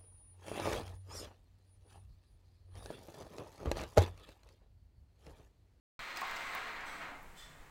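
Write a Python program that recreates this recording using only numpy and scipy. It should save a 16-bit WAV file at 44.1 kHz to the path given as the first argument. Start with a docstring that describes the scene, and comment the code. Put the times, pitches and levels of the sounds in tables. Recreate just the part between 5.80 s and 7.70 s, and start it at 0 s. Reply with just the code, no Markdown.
"""A spinning wheel runs down

A wooden, foot-driven wheel whirrs in a small room. Its flyer (the part that twists the yarn) chatters
on its spindle, rings the frame and ticks. Yarn hisses as it is drawn in, and the foot pedal knocks.
It stops with a thin ringing scrape and soft bumps, over room air, a faint hum and a low rumble."""
import sys
import numpy as np
from scipy import signal
from scipy.fft import rfft, irfft
from scipy.io import wavfile
from scipy.ndimage import uniform_filter1d

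SR = 44100
rng = np.random.default_rng(int(sys.argv[2]) if len(sys.argv) > 2 else 0)


def dump_mix(stems):
    """Bounce the given channels to the path in sys.argv[1] as a 16-bit WAV at rate SR."""
    frames = np.atleast_2d(stems).T  # one column per channel
    limited = np.clip(frames, -1, 1)  # hard clip at full scale
    pcm = np.round(limited * 32767).astype(np.int16)
    wavfile.write(sys.argv[1], SR, pcm)


N = 83790

# How loud the flyer runs (time [s], level [dB])
FLYER_LEVEL = [(.19, -46.5), (.35, -46.5), (.37, -43.5), (.52, -43), (.63, -42.5), (.76, -43), (.87, -43),
               (.96, -44.5), (1.07, -44.5), (1.16, -46), (1.23, -44.5), (1.34, -50.5), (1.42, -60),
               (1.53, -64), (1.84, -64), (1.9, -68)]
# Tone of the whirr (frequency [Hz], level [dB])
WHIRR_TONE = [(60, -21.5), (200, -18.5), (450, -11), (700, -5.5), (1000, -5.5), (1550, -1), (2250, -3),
              (2900, -10), (4200, -15), (5400, -23.5), (8000, -26), (10000, -36.5), (15500, -30)]
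# Ringing notes of the frame and flyer (frequency [Hz], width [Hz], level [dB])
FRAME_NOTES = [(955, 64, 2), (1080, 89, -7.5), (1254, 26.4, 1), (2076, 68, -4), (2343, 35, -10.5),
               (3800, 23, -5.5), (4220, 86, -1.5), (4990, 75, -6)]
# Boost or cut of the whirr's treble (time [s], gain [dB])
WHIRR_TREBLE = [(.19, 4), (.4, 2), (.6, 1), (.85, 0), (1.0, -5.5), (1.25, -4), (1.45, -7), (1.9, 0)]
# How loud the big wheel rolls (time [s], level [dB])
WHEEL_LEVEL = [(.19, -78), (.38, -60), (.8, -62), (1.1, -58.5), (1.33, -54), (1.44, -61), (1.58, -83)]
# Tone of the rolling (frequency [Hz], level [dB])
WHEEL_TONE = [(50, -11.5), (110, -11), (280, 0), (450, -7.5), (750, 4.5), (1100, -3), (2000, -19.5),
              (5000, -69)]
# Tone of the room air (frequency [Hz], level [dB])
AIR_TONE = [(100, -6.5), (400, -5.5), (900, -5), (2000, -9), (3200, -18.5), (5800, -24.5), (7700, -19),
            (10000, -28.5), (12500, -34), (15500, -26.5)]
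# Tone of the rumble (frequency [Hz], level [dB])
RUMBLE_TONE = [(5, -2), (15, 4.5), (35, -8.5), (60, -12.5), (120, -17), (220, -20.5), (500, -43)]
# How the rumble swells (time [s], level [dB])
RUMBLE_SWELL = [(.19, -54), (.27, -67.5), (.52, -59.5), (1.3, -58), (1.5, -54.5), (1.6, -57), (1.85, -58.5)]
# The faint hum (time [s], pitch [Hz], level [dB])
HUM_PATH = [(1.0, 168, -88), (1.23, 169.9, -66), (1.45, 155.3, -77.5), (1.65, 150.7, -70),
            (1.9, 149, -73.5)]
# Pulls of yarn (start [s], hold [s], fade [s], level [dB])
YARN_PULLS = [(0.358, 0.023, 0.085, -61), (0.553, 0.092, 0.32, -62), (1.048, 0.085, 0.14, -60)]
# Tone of the sliding yarn (frequency [Hz], level [dB])
YARN_TONE = [(1500, -7), (3800, 4), (5200, -2), (6100, 5), (6800, -9), (7900, 6.5), (9800, -11),
             (15500, -9)]
# Ticks of the flyer (time [s], relative snap level [dB], relative clack level [dB])
FLYER_TICKS = [(0.362, -49, -38), (0.3717, -35, -32), (0.41, -36, -55), (0.4148, -52, -38.5),
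               (.471, -44, -62), (0.511, -39, -40), (0.561, -41, -40.5), (0.566, -54, -39.5),
               (0.75, -32, -46), (1.008, -66, -46.5), (1.430, -46, -75)]
# Tone of a tick's high snap (frequency [Hz], level [dB])
SNAP_TONE = [(2000, -38), (8000, -8), (11500, -6), (15500, 6)]
# Tone of a tick's lower clack (frequency [Hz], level [dB])
CLACK_TONE = [(800, -7), (2400, 3), (4100, -14), (5000, 4), (5900, -7), (7100, -1.5), (9500, -19),
              (15500, -40)]
# Knocks of the pedal (time [s], strength [dB], brightness [dB per octave])
PEDAL_KNOCKS = [(0.4178, -25.5, -1), (.430, -32, -11), (.4385, -40, -5), (.446, -36, 1), (0.465, -36, 4),
                (.487, -38, 3), (.648, -35, 8), (0.7509, -30, -4), (.86, -38, 9)]
# Ringing notes of the pedal (frequency [Hz], level [dB], time to fade by 60 dB [s])
PEDAL_NOTES = [(800, -1.5, 0.19), (924, -1.5, 0.095), (1116, 12, 0.035), (1707, -0.5, 0.038)]
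# Soft bumps (time [s], pitch [Hz], level [dB])
LOW_BUMPS = [(.545, 54.5, -60), (1.47, 105, -61), (1.643, 32, -48.5), (1.803, 34, -50)]
# Ringing notes of the scraped metal (frequency [Hz], width [Hz], level [dB])
METAL_NOTES = [(1860, 107, -1), (3090, 70, -7.5), (3474, 50, -0.5), (4150, 60, -10), (4930, 45, -11),
               (5560, 63, -14), (6930, 110, -15), (8080, 330, -5), (12230, 220, -15)]
# Tone of the scrape's hiss (frequency [Hz], level [dB])
SCRAPE_TONE = [(1500, -10), (3700, 1), (5100, -4), (7600, 2), (9800, -10), (15500, -8)]


def undb(db):
    """Turn decibels into a number to multiply by."""
    return 10 ** (np.asarray(db) / 20)


def unit(x):
    """Scale a sound to an average strength (rms) of 1."""
    return x / np.sqrt(np.mean(x ** 2))


def curve(rows, column=1):
    """Join one column of a table with straight lines over time."""
    rows = np.array(rows)
    return np.interp(np.arange(N) / SR, rows[:, 0], rows[:, column])


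def colour(x, tone):
    """Filter a sound by a tone table."""
    hz, db = np.array(tone).T
    size = 2 * N
    freqs = np.maximum(np.fft.rfftfreq(size, 1 / SR), 1)
    gain = undb(np.interp(np.log(freqs), np.log(hz), db))
    cepstrum = irfft(np.log(gain))
    cepstrum[1:N] *= 2  # fold it so the filter never rings ahead of the sound
    cepstrum[N + 1:] = 0
    return irfft(rfft(x, size) * np.exp(rfft(cepstrum)))[:N]


def noise(tone):
    """Noise of strength 1 with the given tone."""
    return unit(colour(rng.standard_normal(N), tone))


def wander(rate_hz):
    """A smooth random drift of strength 1."""
    step = int(SR / rate_hz)
    stairs = np.repeat(rng.standard_normal(N // step + 1), step)
    return unit(uniform_filter1d(stairs, step)[:N])


def since(start):
    """Seconds since a moment, zero before it."""
    return np.maximum(np.arange(N) / SR - start, 0)


def room(x, echo_db, fade_s=0.4, gap_s=0.00521, damping_hz=8600):
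    """Add a short, duller echo from the floor and walls."""
    age = since(gap_s)
    tail = rng.standard_normal(N) * (age > 0) * np.exp(-np.log(1000) * age / fade_s)
    tail = signal.sosfilt(signal.butter(2, damping_hz, fs=SR, output="sos"), tail / np.linalg.norm(tail))
    return x + undb(echo_db) * signal.fftconvolve(x, tail)[:N]


def flyer(chatter_hz=300, full_speed_db=-43, db_per_doubling=16, rub_db=2, treble_hz=3060):
    """Uneven taps and smooth rubbing in the bearing ring the frame; the taps slow as the whirr fades."""
    level_db = curve(FLYER_LEVEL)
    tap_rate = chatter_hz * 2 ** ((level_db - full_speed_db) / db_per_doubling)
    tap_count = np.cumsum(tap_rate * np.exp(0.3 * wander(150))) / SR
    taps = np.diff(np.floor(tap_count), prepend=0) * undb(2.2 * rng.standard_normal(N))
    push = unit(taps / np.sqrt(tap_rate)) + undb(rub_db) * rng.standard_normal(N)
    ringing = sum(undb(db) * signal.lfilter(*signal.iirpeak(hz, hz / width, SR), push)
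                  for hz, width, db in FRAME_NOTES)
    whirr = unit(room(colour(push + ringing, WHIRR_TONE), echo_db=-2))
    treble = signal.sosfiltfilt(signal.butter(2, treble_hz, "high", fs=SR, output="sos"), whirr)
    whirr += treble * (undb(curve(WHIRR_TREBLE)) - 1)
    return whirr * undb(level_db + 0.75 * wander(40.6))


def wheel():
    """The big wheel rolls on its axle, loudest just before it stops."""
    return undb(curve(WHEEL_LEVEL)) * unit(room(noise(WHEEL_TONE), echo_db=-2))


def background(air_db=-61.5):
    """Room air, a swelling low rumble and a faint wavering hum."""
    hum_hz = curve(HUM_PATH) * (1 + 0.0174 * wander(26.16))
    hum = np.sqrt(2) * np.sin(2 * np.pi * np.cumsum(hum_hz) / SR)
    air = undb(air_db) * noise(AIR_TONE)
    rumble = undb(curve(RUMBLE_SWELL)) * noise(RUMBLE_TONE)
    return air + rumble + undb(curve(HUM_PATH, column=2)) * hum


def yarn(rise_s=0.018):
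    """Yarn hisses through the fingers onto the spool in short pulls."""
    loudness = np.zeros(N)
    for start, hold, fade, db in YARN_PULLS:
        corners = start + np.cumsum([0, rise_s, hold, fade])
        loudness += undb(db) * np.interp(np.arange(N) / SR, corners, [0, 1, 1, 0])
    flicker = undb(0.99 * wander(110))
    return flicker * loudness * noise(YARN_TONE)


def ticks(snap_s=0.0026, clack_s=0.0035):
    """Small hard hits on the flyer each make a thin snap and a lower clack."""
    snap, clack = np.zeros(N), np.zeros(N)
    for start, snap_db, clack_db in FLYER_TICKS:
        age = since(start)
        snap += undb(snap_db) * (age > 0) * np.exp(-age / snap_s)
        clack += undb(clack_db) * (age > 0) * np.exp(-age / clack_s)
    return room((snap * noise(SNAP_TONE) + clack * noise(CLACK_TONE)) / 2, echo_db=-9)


def pedal(pivot_hz=1000, low_cut_hz=560):
    """The pedal's loose wooden links knock and bounce, each hit ringing a little differently."""
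    knocks = np.zeros(N)
    for start, strength_db, brightness in PEDAL_KNOCKS:
        age = since(start)
        ring = np.zeros(N)
        for hz, db, fade_s in PEDAL_NOTES:
            gain = undb(db + brightness * np.log2(hz / pivot_hz))
            pitch = hz * (1 + 0.019 * rng.standard_normal())
            ring += gain * np.exp(-np.log(1000) * age / fade_s) * np.sin(2 * np.pi * pitch * age)
        knocks += undb(strength_db) * ring / np.abs(ring).max()
    low_cut = signal.butter(2, low_cut_hz, "high", fs=SR, output="sos")  # the knocks keep little bass
    return room(signal.sosfilt(low_cut, knocks), echo_db=-1.5)


def bumps(width_s=0.012):
    """Soft low bumps of a wave or two, most as the wheel comes to rest."""
    t = np.arange(N) / SR
    return sum(undb(db) * np.exp(-((t - at) / width_s) ** 2) * np.sin(2 * np.pi * (hz * t + rng.random()))
               for at, hz, db in LOW_BUMPS)


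def scrape(start_s=1.55, rise_s=0.034, hold_s=0.014, fade_s=0.071, gain_db=-58.5):
    """A light rub as the wheel stops sets metal ringing thinly over a bright hiss."""
    ringing = np.zeros(N)
    for hz, width, db in METAL_NOTES:
        note = signal.lfilter(*signal.iirpeak(hz, hz / width, SR), rng.standard_normal(N))
        ringing += undb(db) * unit(note)
    hiss = undb(-4) * noise(SCRAPE_TONE)
    rise = np.minimum(since(start_s) / rise_s, 1)
    fall = np.exp(-since(start_s + rise_s + hold_s) / fade_s)
    return room(undb(gain_db) * rise * fall * (unit(ringing) + hiss), echo_db=0.5)


def scene():
    """The spinning wheel and the room, in one channel."""
    return (flyer() + wheel() + pedal() + ticks() + yarn() + scrape() + bumps() + background())[None]


def record(dry, start_s=0.192, top_hz=15900):
    """Keep a short silence at the start and steeply cut the highest treble."""
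    high_cut = signal.ellip(10, .2, 70, top_hz, fs=SR, output="sos")
    return signal.sosfilt(high_cut, dry * (since(start_s) > 0))


dry = scene()
out = record(dry)
dump_mix(out)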